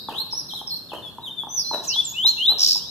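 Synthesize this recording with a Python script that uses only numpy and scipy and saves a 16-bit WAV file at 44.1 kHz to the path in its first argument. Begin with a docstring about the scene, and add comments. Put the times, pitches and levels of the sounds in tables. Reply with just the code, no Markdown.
"""Caged seedeater by a stone wall

The bird sings slurred, near-pure whistles, three loud upsweeps and a closing buzz of chirps
from the two sides of its syrinx. Cage and wall throw each note back; the yard rings on after it.
Dull knocks, perhaps footsteps, sound farther off over a low outdoor hum."""
import sys
import numpy as np
from scipy import signal
from scipy.fft import rfft, irfft, next_fast_len
from scipy.io import wavfile
from scipy.ndimage import uniform_filter1d

SR = 44100
rng = np.random.default_rng(int(sys.argv[2]) if len(sys.argv) > 2 else 0)


def output_pcm(signal):
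    """Save a mono or channel-first signal as 16-bit PCM at the path in sys.argv[1].

    Samples are clipped to [-1, 1] before scaling.
    """
    pcm = np.clip(np.atleast_2d(signal).T, -1, 1) * 32767
    wavfile.write(sys.argv[1], SR, np.round(pcm).astype(np.int16))


N = 127890
LEAD = SR // 4  # samples ahead of time zero
SPAN = N + LEAD


def bird():
    """Whistles and buzz, each with its own echo strength, sounding in the yard."""
    # Each row: path of (time in s, pitch in Hz, level in dB), third harmonic in dB, echo send in dB.
    whistles = [ ([(-.15, 5335, -42.5), (-.02, 3755, -38)], -21.5, 5), ([(0.085, 3600, -44.5),
                (0.122, 2400, -53.5), (0.15, 3150, -41.5), (0.203, 4253, -31), (0.235, 4270, -57)],
                -21, 3.5), ([(0.314, 5540, -42), (0.333, 5130, -33), (0.36, 5790, -51), (0.378, 5795, -31),
                (0.392, 5240, -39), (0.412, 4850, -42.5)], -14, 2.2), ([(0.488, 4335, -45.5),
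                (0.513, 3008, -43.5), (0.544, 4190, -40), (0.592, 3142, -43.5)], -19.5, 5.2),
                ([(0.676, 5350, -34), (0.69, 5265, -47), (0.708, 4260, -36.5), (0.724, 4130, -29.5),
                (0.75, 4500, -42.5), (0.775, 4096, -37.5)], -21, 0.23), ([(0.89, 3765, -50.5),
                (0.926, 2480, -50.5), (0.955, 3250, -47.5), (0.99, 2926, -50.5)], -22, 4.3),
                ([(1.03, 3600, -45), (1.08, 3320, -41)], -27, 1.3), ([(1.215, 3900, -59),
                (1.245, 3780, -37.5), (1.268, 3430, -39.5), (1.285, 3016, -36), (1.305, 2960, -73)],
                -21.5, -1.4), ([(1.312, 3616, -35), (1.358, 3610, -57.5), (1.388, 3536, -30.5),
                (1.425, 3280, -41)], -31.5, 0.74), ([(1.495, 5950, -42.5), (1.54, 6250, -39),
                (1.583, 5820, -27), (1.603, 5010, -28.5), (1.62, 4450, -41)], -17.5, 1),
                ([(1.65, 4097, -32.5), (1.705, 4230, -33.5), (1.745, 3960, -29), (1.8, 3900, -38.5)],
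                -34, -3.5), ([(1.863, 7835, -52), (1.875, 6510, -38.5), (1.89, 5740, -26.5),
                (1.912, 4700, -34.5), (1.965, 3320, -31.5)], -27, 0.31), ([(1.865, 2350, -66),
                (1.91, 2747, -35.5), (1.955, 3260, -32.5), (1.988, 3472, -21.5), (2.005, 3520, -21.5),
                (2.02, 3185, -41)], -33.5, -5), ([(2.034, 8000, -63), (2.053, 7300, -32),
                (2.07, 6950, -44.5), (2.1, 6650, -39.5)], -7.5, 1.6), ([(2.145, 2550, -43.5),
                (2.185, 2956, -28), (2.22, 3130, -30), (2.269, 4050, -15.5), (2.292, 4260, -19.5),
                (2.318, 4030, -30)], -30, -5.5), ([(2.26, 5100, -38), (2.298, 7250, -44)], -13, 3.1),
                ([(2.368, 2805, -56), (2.385, 2710, -30.5), (2.42, 3026, -26.5), (2.452, 3440, -26.5),
                (2.488, 3924, -17.5), (2.518, 4130, -19), (2.535, 3670, -77)], -30.5, -3.5)]
    direct = buzz()
    echo_send = amp(-5.5) * direct
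    waver, flutter = drift(rate_hz=200), drift(rate_hz=200)
    for path, third_db, echo_db in whistles:
        offset = rng.integers(N // 2)
        start_s, note = whistle(path, third_db, waver[offset:], flutter[offset:])
        add(direct, start_s, note)
        add(echo_send, start_s, amp(echo_db) * note)
    return song_at_mics(direct, echo_send)


def whistle(path, third_db, waver, flutter):
    """A gliding tone with three weak overtones. Returns start in s and sound."""
    attack_s, release_s, glide_s = 0.0082, 0.01, 0.013
    waver_depth, flutter_db = 0.0025, 1.3
    path_s, path_hz, path_db = np.transpose(path)
    t = np.arange(path_s[0] - attack_s, path_s[-1] + release_s, 1 / SR)
    hz = uniform_filter1d(np.interp(t, path_s, path_hz), int(glide_s * SR))
    hz *= 1 + waver_depth * waver[:len(t)]
    phase = 2 * np.pi * np.cumsum(hz) / SR
    harmonics_db = [0, third_db - 6, third_db, third_db - 5]
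    tone = sum(amp(db) * np.sin(k * phase) * (k * hz < SR / 2) for k, db in enumerate(harmonics_db, 1))
    gate = np.clip((t - t[0]) / attack_s, 0, 1) * np.clip((t[-1] - t) / release_s, 0, 1)
    level_db = np.interp(t, path_s, path_db) + flutter_db * flutter[:len(t)]
    return t[0], np.sqrt(2) * tone * np.sin(np.pi / 2 * gate) ** 2 * amp(level_db)


def buzz():
    """The two sides of the syrinx alternate uneven downward chirps, wrapped in rasp."""
    # Each entry: pulse centre in s.
    pulses_s = [2.586, 2.595, 2.607, 2.619, 2.631, 2.636, 2.648, 2.664, 2.675, 2.688, 2.697, 2.710, 2.72,
                2.733, 2.748, 2.759, 2.769, 2.779]
    # Each row: frequency in Hz, relative noise density in dB.
    rasp_spectrum = [(2200, -8.5), (3500, 3), (6200, 7.5), (7800, 1.5), (12000, -8), (14000, 2)]
    # Rasp before the loud phrase and in mid-buzz. Each row: centre in s, level in dB, width in s.
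    puffs = [(1.848, -36, .009), (2.679, -33.5, 0.0057)]
    high_hz, low_hz, detune, fall_hz_per_s = 5170, 3995, 0.063, 200000
    low_db, low_lag_s, rasp_db = -15.5, 0.016, -14.5
    rise_s, fade_s = 0.022, 0.05
    chirps, rasp_envelope = np.zeros(SPAN), np.zeros(SPAN)
    t = np.arange(-SR // 80, SR // 80) / SR
    jitter = rng.uniform(-0.96, 1, (len(pulses_s), 4))
    for s, (high, low, steepness, push) in zip(pulses_s, jitter):
        taper = max(1 - (s - pulses_s[0]) / rise_s, 1 - (pulses_s[-1] - s) / fade_s, 0)
        level_db = -16 - 10 * taper + 2 * push
        envelope = np.sqrt(2) * amp(level_db) * gaussian(t, width_s=0.0019)
        fall_per_s = fall_hz_per_s * (1 + steepness / 2) / high_hz
        phase_per_hz = 2 * np.pi * (t - fall_per_s * t ** 2 / 2)
        high_chirp = envelope * np.sin(high_hz * (1 + detune * high) * phase_per_hz)
        low_chirp = envelope * np.sin(low_hz * (1 + detune * low) * phase_per_hz)
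        add(chirps, s + t[0], high_chirp)
        add(chirps, s + t[0] + low_lag_s, amp(low_db) * low_chirp)
        add(rasp_envelope, s + t[0], amp(level_db + rasp_db) * gaussian(t, width_s=0.0034))
    scene_s = (np.arange(SPAN) - LEAD) / SR
    for s, level_db, width_s in puffs:
        rasp_envelope += amp(level_db) * gaussian(scene_s - s, width_s)
    return chirps + rasp_envelope * noise(rasp_spectrum)


def song_at_mics(direct, echo_send):
    """The song reaches the left microphone first; its top treble is beamed away and arrives scattered."""
    # Each row: frequency in Hz, left minus right in dB.
    balance = [(4000, 1.26), (14000, -8)]
    right_lag_s, beam_hz, beam_db = 0.0003141, 10100, 4
    beam = lambda hz: amp(beam_db * (1 + np.tanh((hz - beam_hz) / 1000)) / 2)
    pair = np.array([direct, shape(direct, lambda hz: delay(hz, right_lag_s))])
    song = shape(pair + early_echoes(echo_send), lambda hz: 1 / beam(hz)) + far_echo(direct)
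    diffuse = amp(-7) * scatter(echo_send) + amp(-9.5) * yard(echo_send)
    song += shape(diffuse, beam)
    return shape(song, lambda hz: amp(np.array([[1], [-1]]) * read(balance, hz) / 2))


def early_echoes(x):
    """Distinct reflections off the cage, wall and ground."""
    # Each row: delay in s, left gain, right gain.
    taps = [(.0023, 0.64, -0.52), (0.019, 0.5, 0.62)]
    return shape(x, lambda hz: sum(np.array([[left], [right]]) * delay(hz, s) for s, left, right in taps))


def scatter(x, peak_s=0.011):
    """A short cloud of reflections off nearby things, different on each side."""
    t = np.arange(SR // 4) / SR
    cloud = rng.standard_normal((2, len(t))) * t * np.exp(-t / peak_s)
    return reverberate(x, cloud)


def yard(x, build_s=0.063):
    """A diffuse stereo tail, each band decaying at its own rate."""
    # Each row: frequency in Hz, T60 in s.
    decay_times = [(500, 0.52), (4000, 0.83), (13000, 0.47)]
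    hz, t, bands = signal.stft(rng.standard_normal((2, SR)), SR, nperseg=256)
    decay = amp(-60 * t / read(decay_times, hz)[:, None])
    tail = signal.istft(bands * decay, SR, nperseg=256)[1]
    tail *= np.minimum(np.arange(tail.shape[1]) / SR / build_s, 1)
    return reverberate(x, tail)


def far_echo(x, delay_s=0.38):
    """A distant wall returns the song late, faint and blurred."""
    return amp(-22.5) * shape(scatter(x), lambda hz: delay(hz, delay_s))


def knocks():
    """Dull, hollow thuds and their scuffs, blurred by reflections."""
    # Each row: start in s, level in dB.
    hits = [(.0865, -16), (.0945, -23), (.148, -25.5), (.332, -27.5), (.535, -28.5), (.614, -25),
            (.9185, -24), (.933, -21.5), (1.184, -24.5), (1.435, -23.5), (1.470, -23.5), (1.712, -17),
            (1.735, -27.5), (1.961, -29.5), (2.123, -37.5), (2.247, -27.5), (2.500, -25.5), (2.519, -20.5),
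            (2.756, -29)]
    # Each row: frequency in Hz, relative level in dB, T60 in s.
    modes = [(355, -7.5, 0.015), (873, 0.5, 0.022), (1009, -6, 0.023)]
    rise_s, detune, wide_below_hz = 0.0014, 0.076, 380
    t = np.arange(SR // 4) / SR
    rise = 1 - np.exp(-t / rise_s)
    thuds = np.zeros(SPAN)
    for start_s, level_db in hits:
        for hz, mode_db, t60_s in modes:
            tuned_hz = hz * (1 + detune * rng.uniform(-1, 1))
            envelope = rise * amp(level_db + mode_db - 60 * t / t60_s)
            add(thuds, start_s, envelope * np.sin(2 * np.pi * tuned_hz * t))
    direct = thuds + scuffs()
    mid, side = amp(-6.5) * (yard(direct) + scatter(direct))
    side = shape(side, lambda hz: 2 / (1 + (hz / wide_below_hz) ** 2))
    return direct + np.array([mid + side, mid - side])


def scuffs():
    """Gritty noise bursts that end the heavy knocks."""
    # Each row: start in s, level in dB.
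    bursts = [(0.089, -33.5), (.93, -36.5), (1.729, -33), (2.513, -39.5)]
    # Each row: frequency in Hz, relative noise density in dB.
    scuff_spectrum = [(100, -18), (280, 5.5), (850, 3.5), (1600, -7.5), (6000, -28)]
    rise_s, t60_s, grain_db = 0.0091, 0.19, 5.5
    t = np.arange(SR // 4) / SR
    envelope = np.zeros(SPAN)
    for start_s, level_db in bursts:
        add(envelope, start_s, np.minimum(t / rise_s, 1) * amp(level_db - 60 * t / t60_s))
    return envelope * noise(scuff_spectrum) * amp(grain_db * drift(rate_hz=88))


def air():
    """Steady low outdoor noise, partly common to both sides, a little louder on the left."""
    # Each row: frequency in Hz, relative noise density in dB.
    air_spectrum = [(25, -30), (70, 6), (160, 10.5), (950, -5), (1800, -11), (7000, -21)]
    # Each row: frequency in Hz, left-right correlation from 0 to 1.
    correlation = [(900, 0.68), (6000, 0.033)]
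    pair = np.array([noise(air_spectrum), noise(air_spectrum)])
    separate = shape(pair, lambda hz: np.sqrt(1 - read(correlation, hz)))
    common = shape(noise(air_spectrum), lambda hz: np.sqrt(read(correlation, hz)))
    return amp(-51.5) * (common + separate) * amp([[1], [-1]])


def amp(db):
    """Decibels to gain."""
    return 10 ** (np.asarray(db) / 20)


def unit(x):
    """Scales to rms 1."""
    return x / np.sqrt(np.mean(x ** 2) + 1e-20)


def gaussian(t, width_s):
    """Bell curve, peak 1 at t = 0."""
    return np.exp(-(t / width_s) ** 2 / 2)


def delay(hz, lag_s):
    """Frequency response of a pure delay."""
    return np.exp(-2j * np.pi * hz * lag_s)


def read(points, hz):
    """Interpolates (Hz, value) rows on a log-frequency axis."""
    points_hz, values = np.transpose(points)
    return np.interp(np.log(hz + 1), np.log(points_hz + 1), values)


def shape(x, gain):
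    """Filters by gain(hz)."""
    size = next_fast_len(x.shape[-1] + 4096)
    hz = np.fft.rfftfreq(size, 1 / SR)
    return irfft(rfft(x, size) * gain(hz), size)[..., :x.shape[-1]]


def reverberate(x, response):
    """Convolves with a stereo response scaled to unit energy on the left."""
    return signal.fftconvolve(x[None], response / np.linalg.norm(response[0]), axes=1)[:, :SPAN]


def noise(spectrum):
    """Noise of rms 1 with the given spectrum."""
    return unit(shape(rng.standard_normal(SPAN), lambda hz: amp(read(spectrum, hz))))


def drift(rate_hz):
    """Smooth random wander of rms 1."""
    return unit(shape(rng.standard_normal(SPAN), lambda hz: np.exp(-(hz / rate_hz) ** 2)))


def add(mix, start_s, sound):
    """Mixes a sound in at start_s."""
    part = mix[max(round(start_s * SR) + LEAD, 0):][:len(sound)]
    part += sound[:len(part)]


def scene():
    """Bird, knocks and outdoor hum in stereo."""
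    return (bird() + knocks() + air())[:, LEAD:]


def record(dry):
    """Microphone colour, then a steep low-pass."""
    # Each row: frequency in Hz, gain in dB.
    mic_response = [(1750, 2.5), (2200, -12), (2600, 3), (8400, 5), (9400, -7), (10300, 8)]
    cutoff_hz = 14350
    coloured = shape(dry, lambda hz: amp(read(mic_response, hz)))
    lowpass = signal.firwin(511, cutoff_hz, window=("kaiser", 9), fs=SR)
    return signal.oaconvolve(coloured, lowpass[None], "same")


dry = scene()
out = record(dry)
output_pcm(out)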